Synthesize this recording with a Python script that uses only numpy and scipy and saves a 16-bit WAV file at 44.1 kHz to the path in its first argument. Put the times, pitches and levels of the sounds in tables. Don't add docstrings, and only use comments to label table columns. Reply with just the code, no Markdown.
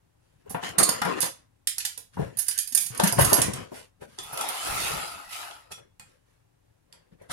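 import sys
import numpy as np
from scipy import signal
from scipy.fft import rfft, irfft, next_fast_len
from scipy.io import wavfile
from scipy.ndimage import uniform_filter1d

SR = 44100
rng = np.random.default_rng(int(sys.argv[2]) if len(sys.argv) > 2 else 0)


def wav_out(sig):
    wavfile.write(sys.argv[1], SR, np.round(np.clip(np.atleast_2d(sig).T, -1, 1) * 32767).astype(np.int16))


def voltage_ratio(decibels):
    exponent = np.asarray(decibels, float) / 20
    return 10 ** exponent


N = 322900
FRAME_HZ = np.fft.rfftfreq(1024, 1 / SR)
FRAME_S = np.arange(N // 256 + 2) * 256 / SR

# (pitch_hz [Hz], level_db [dB])
AIR_SPECTRUM = [(15, -51), (25, -10.5), (80, -8), (117, -2.5), (134, -15.5), (162, -9.5), (196, -20),
                (287, -16), (338, -19.5), (581, -20.5), (630, -26), (782, -24.5), (4940, -38), (10000, -37),
                (16300, -46)]
# (pitch_hz [Hz], t60_s [s])
ROOM_DECAY = [(100, 0.04), (500, 0.25), (2000, 0.31), (6000, 0.28), (12000, 0.2)]
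# (pitch_hz [Hz], likeness [0-1])
LIKENESS = [(100, .95), (500, .8), (900, .35), (2000, .15), (8000, .1)]
# (pitch_hz [Hz], level_db [dB])
PORT_DIFFERENCE = [(60, 4), (300, 6), (1300, 5.5), (3000, 1), (7500, -5), (9000, -14), (11000, -33),
                   (15000, -36)]
# (top_s [s], fade_s [s], skin_db [dB], cloth_over_skin_db [dB])
BRUSH_STROKES = [(0.27, 0.2, -78.5, 3.5), (0.41, 0.039, -75, 3), (2.145, 0.035, -64.5, 7.5),
                 (2.222, 0.097, -40, -12.5), (3.69, 0.18, -75.5, -83), (3.762, 0.089, -49.5, 3),
                 (4.027, 0.036, -45, -6.5), (4.12, 0.13, -63.5, 3.5), (5.8, 0.081, -58.5, -34),
                 (6.092, 0.11, -66, -2), (6.3, .15, -76.5, 1.5), (6.679, .15, -80, -4),
                 (6.951, 0.14, -61.5, -20.5), (7.128, 0.028, -58.5, -16), (7.218, 0.068, -54.5, -18),
                 (7.32, 0.04, -44.5, 12)]
# (pitch_hz [Hz], level_db [dB])
CLOTH_SPECTRUM = [(880, -10), (1500, -1.5), (1780, -3.5), (8320, -13), (9560, -6.5), (12900, -19.5),
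                  (14600, -27), (16000, -43)]
# (pitch_hz [Hz], level_db [dB])
SKIN_SPECTRUM = [(120, -40), (200, -8), (232, -62), (379, 9), (538, 13.5), (727, -9), (1770, -4),
                 (4000, -21), (5200, -26), (8800, -120)]
# (top_s [s], fade_s [s], level_db [dB])
WEIGHT_THUMPS = [(0.37, 0.13, -64), (0.51, 0.18, -54.5), (0.7, 0.044, -45.5), (0.9, 0.22, -49.5),
                 (1.1, 0.22, -50), (1.45, 0.13, -71), (2.202, 0.12, -37.5), (2.359, 0.042, -53),
                 (2.84, 0.17, -61.5), (3.205, .12, -25), (3.42, 0.15, -30.5), (3.55, .1, -40),
                 (3.74, 0.079, -54.5), (4.032, 0.11, -50.5), (5.801, .1, -59), (6.05, .08, -62),
                 (6.92, 0.11, -69.5), (7.128, 0.049, -57), (7.218, .05, -60), (7.32, 0.097, -47.5)]
# (pitch_hz [Hz], level_db [dB])
THUMP_SPECTRUM = [(15, -47.5), (25, -44.5), (118, 9.5), (151, -4), (209, -5), (249, -7), (382, -13.5),
                  (400, -9.5), (520, -46), (880, -120)]
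# (top_s [s], fade_s [s], rattle_db [dB], hiss_over_rattle_db [dB])
TOOL_DRAGS = [(0.51, 0.11, -52.5, -10.5), (0.653, .07, -38.5, 2.5), (0.761, 0.093, -43, -24),
              (0.802, 0.034, -22.5, -14.5), (0.889, 0.12, -33.5, -24), (0.96, 0.15, -49, 3),
              (1.094, 0.081, -28.5, -12), (1.182, 0.046, -34, -7.5), (1.248, 0.049, -36.5, -1),
              (1.36, 0.1, -61.5, -25), (2.41, 0.21, -77.5, 20), (2.545, 0.11, -78.5, 27.5),
              (2.68, .15, -84, 16), (2.952, 0.091, -45.5, -0.5), (3.06, .07, -37, 6.5),
              (3.202, 0.054, -24, -3.5), (3.29, 0.2, -30.5, -6), (3.398, .1, -33.5, -2.5),
              (3.562, 0.11, -40.5, -5.5)]
# (pitch_hz [Hz], level_db [dB])
HISS_SPECTRUM = [(880, -57.5), (1500, 1.5), (2690, -7), (3000, -0.5), (3810, -15.5), (4160, -10),
                 (7840, -14.5), (10500, -23), (16000, -35)]
# (pitch_hz [Hz], level_db [dB])
RATTLE_SPECTRUM = [(120, -34.5), (200, -10.5), (518, -3), (573, -9.5), (794, -10), (856, -22), (1010, -6),
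                   (4000, -28), (5200, -40.5), (8800, -120)]
# (time_s [s], level_db [dB], speed [0-1, raises the grit])
SLIDE_MOTION = [(4.175, -66, 0.5), (4.19, -51.5, 0.6), (4.294, -46, 0.4), (4.418, -35.5, 0.28),
                (4.5, -34, 0.32), (4.58, -36.5, 0.5), (4.65, -38, 0.58), (4.665, -33.5, 0.5),
                (4.75, -36.5, 0.69), (4.864, -34.5, 0.71), (4.92, -32.5, 0.48), (4.95, -34.5, 0.4),
                (5.038, -36, 0.39), (5.128, -42.5, 0.47), (5.202, -45.5, 0.33), (5.278, -51.5, 0.41),
                (5.33, -46.5, 0.86), (5.436, -39.5, 0.37), (5.635, -59, 0.33), (5.702, -61, 0),
                (5.722, -41.5, 0.64), (5.75, -70, 1), (5.8, -58, 0.5)]
# (pitch_hz [Hz], width_hz [Hz, at least pitch / 40], level_db [dB])
CASE_PANELS = [(870, 150, -3), (1250, 130, 0), (2120, 80, -6), (2570, 200, -4), (3070, 150, -8),
               (3790, 120, -9), (4580, 140, -10), (7390, 200, -11), (9330, 250, -10), (10100, 450, -3),
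               (11600, 300, -13)]
# (pitch_hz [Hz], level_db [dB])
SCRAPE_SPECTRUM = [(150, -48), (250, -8), (798, 3.5), (1140, 0), (1300, 9), (1560, -4), (2570, -9),
                   (4000, -13), (5200, -10), (8800, -120)]
# (pitch_hz [Hz], level_db [dB])
GRIT_SPECTRUM = [(1180, -34), (2000, -5.5), (2600, -4), (3460, -6.5), (7570, -10), (9920, -7),
                 (13300, -14.5), (16000, -26.5)]
# (top_s [s], fade_s [s], level_db [dB])
COUNTER_SHUDDERS = [(2.19, 0.078, -41), (3.02, 0.062, -46), (3.205, .08, -41.5), (3.5, 0.12, -54.5),
                    (4.26, 0.17, -58), (4.69, 0.12, -46), (4.83, 0.17, -48.5), (4.93, .08, -42),
                    (5.1, 0.075, -53.5), (5.27, 0.027, -57), (5.72, 0.082, -61.5)]
# (pitch_hz [Hz], level_db [dB])
RUMBLE_SPECTRUM = [(15, -51.5), (25, 4.5), (59, 23.5), (129, 14.5), (182, 21), (300, -48), (390, -67),
                   (660, -120)]
# (start_s [s], boom_db [dB], clack_over_boom_db [dB], boom_hz [Hz], clack_hz [Hz])
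KNOCK_BLOWS = [(0.458, -60, 22, 116, 441), (0.503, -40.5, 8, 203, 756), (0.544, -31.5, 17.5, 164, 1240),
               (0.628, -40, 17.5, 180, 1470), (0.78, -27, 11.5, 172.6, 1760), (0.819, -35, 15.5, 178, 450),
               (0.885, -28.5, 11.5, 187, 1460), (1.015, -30.5, 19, 199, 1600), (1.049, -28, 11, 176, 1530),
               (1.072, -35.5, 9.5, 180, 525), (1.119, -45, 2, 188, 996), (1.226, -35, 15.5, 170, 1020),
               (1.775, -70, 29.5, 170, 1500), (1.845, -67.5, 32, 94.2, 1840),
               (1.973, -64.5, 24.5, 161, 689), (2.168, -33.5, 9, 166, 880), (2.205, -28.5, -0.5, 155, 540),
               (2.19, -23, 3, 153, 560), (2.717, -50, -2.5, 256, 1790), (2.902, -36.5, -12, 122, 1100),
               (2.994, -31, 23.5, 253, 1000), (3.032, -15.5, 1, 178, 1200), (3.068, -29.5, -3, 194, 1690),
               (3.123, -34, 14, 124, 869), (3.183, -20, 12.5, 134, 780), (3.207, -20.5, -8.5, 90, 721),
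               (3.32, -25.5, 15.5, 117, 665), (3.382, -27, 13, 142, 525), (3.421, -37, -5.5, 135, 1640),
               (3.479, -26.5, 5, 203, 509), (3.716, -39.5, 10, 255, 527), (4.016, -46.5, 12, 140, 554),
               (4.181, -59, 27, 94.2, 565), (4.325, -59, 30, 133, 890), (5.707, -52, 9.5, 93, 816),
               (5.775, -61.5, 16.5, 80.7, 1410), (5.995, -61, 18.5, 94.2, 1330), (6.93, -67, 16, 120, 900),
               (7.117, -51, -13.5, 167, 611), (7.211, -54.5, 12.5, 80.7, 529),
               (7.294, -50, 13.5, 88.8, 945)]

# (start_s [s], peak_db [dB], body_db [dB], contact_s [s])
SHAFT_BLOWS = [(0.7824, -2, -19.5, 0.0045), (0.793, -9.5, -19, 0.004), (0.829, -2, -39, 0.0043),
               (0.891, -3.5, -41, 0.00094)]
# (start_s [s], peak_db [dB], body_db [dB], contact_s [s])
SHEAR_BLOWS = [(1.2035, -10, -23, 0.004), (1.2141, -12.5, -9, 0.0053), (1.2235, -11, -10, 0.0049),
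               (1.2574, -18, -25, 0.0023), (2.37, -15.5, -40, 0.0044), (2.386, -9.5, -25.5, 0.0079),
               (2.4633, -28.5, -12, 0.0096), (2.4825, -6, -20, 0.0033), (2.5094, -22, -3.5, 0.0045),
               (2.5765, -13.5, -16, 0.0032), (2.587, -8, -13, 0.0023), (2.6738, -18.5, -22, 0.0027),
               (2.7217, -20, -13.5, 0.0055), (2.7487, -1, -23, 0.0029), (2.7736, -7.5, -13.5, 0.0033),
               (2.801, -16.5, -19, 0.019), (2.8614, -18.5, -17, 0.0048), (2.9482, -26.5, -11.5, 0.0016),
               (2.9756, -17, -17.5, 0.0018), (2.9976, -11.5, 9, 0.002), (3.0345, -9, -14, 0.0054),
               (3.0719, -8.5, -11.5, 0.0043), (3.1243, -8.5, -20, 0.00099), (3.1864, -13, -21, 0.012),
               (3.2091, -7, -28.5, 0.0092), (3.2455, -8.5, -15.5, 0.0051), (3.2924, -16.5, -19, 0.011),
               (3.3303, 3.5, -30.5, 0.0015), (3.3415, -4.5, -22, 0.0008), (3.3644, -16, -18.5, 0.017),
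               (3.4161, -4.5, -9, 0.0035), (3.5339, -21.5, -4, 0.0024)]
# (start_s [s], peak_db [dB], body_db [dB], contact_s [s])
PART_TICKS = [(0.4946, -26.5, -21, 0.015), (0.6344, -30, 51, 0.0038), (0.69, -33.5, -9.5, 0.0022),
              (1.0166, -18, -3.5, 0.0024), (1.0495, -26, -7, 0.004), (1.6714, -9, -7.5, 0.0033),
              (1.7816, -11, -5, 0.0018), (1.8008, -23, 7, 0.0067), (1.8501, -13.5, -6, 0.0043),
              (1.9753, -22.5, -12, 0.0028), (6.9257, -34, 10, 0.0012)]
# (start_s [s], peak_db [dB], body_db [dB], contact_s [s])
CASE_BLOWS = [(4.1872, -20, 15, 0.00059), (4.2318, -32, -30, 0.0056), (4.3267, -27.5, -40, 0.0093),
              (4.3735, -18, -7, 0.0026), (4.4095, -15, -12, 0.0023), (4.4867, -15.5, -21, 0.0027),
              (4.656, -23.5, -6, 0.0028), (4.916, -25, -3, 0.003), (5.3254, -32, 17, 0.0043),
              (5.5094, -32.5, 25, 0.002), (5.7191, -21.5, -8.5, 0.00075), (5.996, -31, -2, 0.0016),
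              (7.2184, -52.5, -10, 0.0039), (7.2958, -36.5, 15, 0.0024)]

# (pitch_hz [Hz], level_db [dB], undamped_t60_s [s])
BOARD_MODES = [(382, -4, .1), (468, -4, .1), (545, -3, .1), (640, -3, .09), (718, 0, .1), (960, 0, .09),
               (1085, -3, .08), (1400, -3, .07), (1530, -2, .07), (1750, -2, .06), (2010, -4, .05),
               (2300, -5, .05)]
# (pitch_hz [Hz], level_db [dB], undamped_t60_s [s])
SHAFT_MODES = [(4280, -11, .09), (4560, -12, .08), (4850, -15, .07), (5170, -13, .07), (6605, -13, .1),
               (6826, -10, .1), (7671, -12, .08), (8565, -8, .11), (9243, 0, .09), (10060, -20, .1),
               (11210, -20, .1), (12300, -24, .1), (13085, -24, .1), (14480, -21, .06)]
# (pitch_hz [Hz], level_db [dB], undamped_t60_s [s])
SHEAR_MODES = [(1766, -22, .15), (2606, -22, .15), (4958, -8, .08), (6648, -8, .12), (7101, -15, .1),
               (8667, -15, .12), (9286, -5, .15), (9410, -2, .12), (9730, -8, .1), (9990, -6, .12),
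               (10130, -10, .1), (11270, 0, .15), (11650, -12, .08), (12220, -10, .12), (13720, -20, .1),
               (14490, -17, .08)]
# (pitch_hz [Hz], level_db [dB], undamped_t60_s [s])
PART_MODES = [(2210, -22.5, 0.21), (3670, -19, 0.28), (4340, -16, 0.56), (5900, -9.5, 0.24),
              (6500, -2, 0.48), (8091, -15.5, 0.64), (8200, 0, 0.46), (8500, -14.5, 0.16),
              (9500, -26.5, 0.097), (9900, -8, 0.18), (10500, 10.5, 0.19), (10190, -37, 5.0),
              (10400, -22, 0.26), (11540, 13.5, 0.17), (12700, 1, 0.26), (12500, -7.5, 0.083)]
# (pitch_hz [Hz], level_db [dB], undamped_t60_s [s])
LID_MODES = [(520, -4, .15), (1010, -8, .12), (1340, -3, .15), (2130, -10, .1), (2500, -7, .12),
             (3440, -3, .15), (4320, -10, .1), (5000, -10, .1), (5990, -5, .1), (7400, -8, .1),
             (8900, -4, .1), (9700, -5, .08), (10500, -9, .08), (11600, -8, .08)]

STEEL_SPLIT, SHEET_SPLIT = .003, .014
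STROKE_RISE, LANDING_RISE = .45, .35


def evened(x):
    return x / np.sqrt(np.mean(x ** 2) + 1e-20)


def peaked(x):
    return x / abs(x).max()


def read(points, hz):
    f, value = np.transpose(points)
    return np.interp(np.log(hz + 1), np.log(f + 1), value)


def add(mix, s, sound):
    part = mix[round(s * SR):][:len(sound)]
    part += sound[:len(part)]


def shaped(x, gain):
    size = next_fast_len(x.shape[-1], True)
    hz = np.fft.rfftfreq(size, 1 / SR)
    return irfft(rfft(x, size) * gain(hz), size)[..., :x.shape[-1]]


def pair(a, b):
    same = lambda hz: np.clip(read(LIKENESS, hz), 0, 1)
    own = lambda hz: np.sqrt(1 - same(hz) ** 2)
    return np.array([shaped(a, same) + shaped(b, own), a])


def air():
    noise = pair(*rng.standard_normal((2, N)))
    return voltage_ratio(-67.5) * evened(shaped(noise, lambda hz: voltage_ratio(read(AIR_SPECTRUM, hz))))


def room(x, direct_db):
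    reflected = 0
    slots = np.arange(60, SR // 4 - 20, 20)
    turn = 2 * np.pi * 1.7 * np.arange(N) / SR
    for weight in np.cos(turn), np.sin(turn):
        taps = np.zeros((2, SR // 4))
        places = slots + rng.integers(0, 20, (2, len(slots)))
        signs = rng.choice([-1., 1.], (2, len(slots)))
        np.put_along_axis(taps, places, signs, 1)
        hz, t, z = signal.stft(pair(*taps), SR, nperseg=256)
        decay = voltage_ratio(-60 * t / read(ROOM_DECAY, hz)[:, None])
        tail = signal.istft(z * decay, SR, nperseg=256)[1]
        tail = tail / np.linalg.norm(tail[1])
        reflected = reflected + signal.oaconvolve((x * weight)[None], tail, axes=1)[:, :N]
    return (reflected + voltage_ratio(direct_db) * x) / np.sqrt(1 + voltage_ratio(2 * direct_db))


def grainy(per_s, spread_db):
    at, sign, size = rng.random((3, N // 2))[:, :round(2 * per_s * N / SR)]
    catches = np.zeros(2 * N)
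    size_db = spread_db * np.minimum(-np.log(1 - size), 4)
    catches[(at * 2 * N).astype(int)] = (sign - .5) * voltage_ratio(size_db)
    draws = evened(catches.reshape(2, N))
    return signal.stft(draws, nperseg=1024, noverlap=768)[2][:, :, :len(FRAME_S)]


def shifting(z, patch_db):
    patches = rng.standard_normal(z.shape[:0:-1]).T
    patches = uniform_filter1d(patches, size=5, axis=0)
    patches = evened(uniform_filter1d(patches, size=14, axis=1))
    moving = z * evened(voltage_ratio(patch_db * patches))
    return signal.istft(moving, nperseg=1024, noverlap=768)[1][:, :N]


def strokes(s, fade, db, rise=STROKE_RISE):
    since = (FRAME_S[:, None] - s) / np.maximum(fade, .01)
    since = np.where(since < 0, since / rise, since)
    power = voltage_ratio(db - 12 * since ** 2) ** 2
    return np.sqrt(power.sum(1))


def played(gain, spectrum, peaks=(), lift=0):
    rung = sum(voltage_ratio(db) / (1 + (2 * (FRAME_HZ - hz) / max(width, hz / 40)) ** 2) for hz, width, db in peaks)
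    colour = evened(voltage_ratio(read(spectrum, FRAME_HZ)) * (1 + lift * rung))
    return np.outer(colour, gain) ** 2


def rustle():
    s, fade, skin_db, cloth_db = np.transpose(BRUSH_STROKES)
    cloth = played(strokes(s, fade, skin_db + cloth_db), CLOTH_SPECTRUM)
    skin = played(strokes(s, fade, skin_db), SKIN_SPECTRUM)
    thumps = played(strokes(*np.transpose(WEIGHT_THUMPS), LANDING_RISE), THUMP_SPECTRUM)
    return cloth + skin + thumps


def shuffle():
    sing = [(hz, 150, db) for hz, db, t60 in SHEAR_MODES]
    s, fade, rattle_db, hiss_db = np.transpose(TOOL_DRAGS)
    hiss = played(strokes(s, fade, rattle_db + hiss_db), HISS_SPECTRUM, sing, 2.0)
    return hiss + played(strokes(s, fade, rattle_db), RATTLE_SPECTRUM)


def slide():
    s, db, speed = np.transpose(SLIDE_MOTION)
    rest_db, fast_db = -13, 13
    grit_db = db + rest_db + (fast_db - rest_db) * speed
    scrape, grit = (voltage_ratio(np.interp(FRAME_S, s, v, left=-200, right=-200)) for v in (db, grit_db))
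    shudder = strokes(*np.transpose(COUNTER_SHUDDERS), LANDING_RISE)
    scraping = played(scrape, SCRAPE_SPECTRUM, CASE_PANELS, 0.22)
    gritty = played(grit, GRIT_SPECTRUM, CASE_PANELS, 1.4)
    return scraping + gritty + played(shudder, RUMBLE_SPECTRUM)


def contact(length):
    t = np.arange(SR // 10) / SR
    length = np.clip(length, .0004, .025)
    return (1 - np.exp(-t / (0.00016 + 0.61 * length))) * np.exp(-t / length)


def ring(modes, colour, spread_db, damping, split):
    hz, db, t60 = np.transpose(modes + modes + modes)[:, :, None]
    t60 = np.clip(damping * np.minimum(t60, .15), .005, .2)
    t = np.arange(round(t60.max() * SR)) / SR
    strength, detune = rng.standard_normal((2, len(hz), 1))
    turns = hz * (1 + split * detune) * t
    level_db = db + read(colour, hz) + spread_db * strength - 60 * t / t60
    return (voltage_ratio(level_db) * np.sin(2 * np.pi * turns)).sum(0)


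def struck(modes, colour, share, length, reach, damping, split):
    noise = rng.standard_normal(SR // 10)
    share = np.clip(share, 0, 1)
    milder = [(hz, reach * db) for hz, db in colour]
    ringing = signal.fftconvolve(contact(length) * noise, ring(modes, milder, 3, damping, split))
    crack = contact(length) * shaped(noise, lambda hz: voltage_ratio(read(colour, hz)))
    sound = share * peaked(ringing)
    add(sound, 0, (1 - share) * peaked(crack))
    return sound


def knocks():
    out, t = np.zeros(N), np.arange(SR // 5) / SR
    for s, boom_db, clack_db, boom_hz, clack_hz in KNOCK_BLOWS:
        envelope = (1 - np.exp(-t / 0.0068)) * voltage_ratio(-60 * t / 0.076)
        boom = envelope * np.sin(2 * np.pi * boom_hz * t)
        boom = shaped(boom, lambda hz: 1 / (1 + (.7 * boom_hz / (hz + 1)) ** 4))
        colour = [(clack_hz / 6, -40), (clack_hz / 2.0, -5), (clack_hz, 0), (clack_hz * 1.9, -6),
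                  (clack_hz * 6, -35)]
        clack = struck(BOARD_MODES, colour, share=0.5, length=0.0078, reach=1.0, damping=0.19, split=0.013)
        add(out, s, voltage_ratio(boom_db) * peaked(boom))
        add(out, s, voltage_ratio(boom_db + clack_db) * clack)
    return out


def clinks(rows, modes, damping, share, split=STEEL_SPLIT):
    out = np.zeros(N)
    for s, peak_db, body_db, length in rows:
        middle_db = 0.66 * body_db
        colour = [(250, body_db - 55), (800, body_db - 44.5), (1600, body_db - 9), (3500, body_db),
                  (6200, middle_db), (8000, middle_db - 1), (10000, 0.5), (12000, -5.0), (15500, -18.5)]
        add(out, s, voltage_ratio(peak_db) * struck(modes, colour, share, length, 0.16, damping, split))
    return out


def scene():
    blows = clinks(SHAFT_BLOWS, SHAFT_MODES, damping=.6, share=.5)
    blows += clinks(SHEAR_BLOWS, SHEAR_MODES, damping=.7, share=.31)
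    blows += clinks(PART_TICKS, PART_MODES, damping=.3, share=.16)
    blows += clinks(CASE_BLOWS, LID_MODES, damping=1.05, share=.3, split=SHEET_SPLIT)
    blows += knocks()
    blows = shaped(blows, lambda hz: 1 / (1 + (62 / (hz + 1)) ** 6))
    rubbing = grainy(3500, 1.0) * np.sqrt(shuffle())
    rubbing = rubbing + grainy(6000, 0.99) * np.sqrt(rustle() + slide())
    return voltage_ratio(2.5) * room(blows, direct_db=1) + pair(*shifting(rubbing, patch_db=3.0)) + air()


def top_cut(x):
    return signal.sosfilt(signal.butter(12, 16500, fs=SR, output="sos"), x)


def record(dry):
    lag = 48
    left = lambda hz: voltage_ratio(read(PORT_DIFFERENCE, hz))
    whole = lambda hz: 1.593 / np.sqrt(1 + left(hz) ** 2)
    late = np.concatenate([np.zeros(lag), dry[0, :-lag]])
    ports = np.array([shaped(late, lambda hz: left(hz) * whole(hz)), shaped(dry[1], whole)])
    ports += voltage_ratio(-104) * rng.standard_normal(ports.shape)
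    edge = signal.firwin(511, 15900, window=("kaiser", 9), fs=SR)  # low-pass, Hz
    limited = np.clip(signal.oaconvolve(ports, edge[None], "same"), -1, 1)
    return top_cut(limited)


dry = scene()
out = record(dry)
wav_out(out)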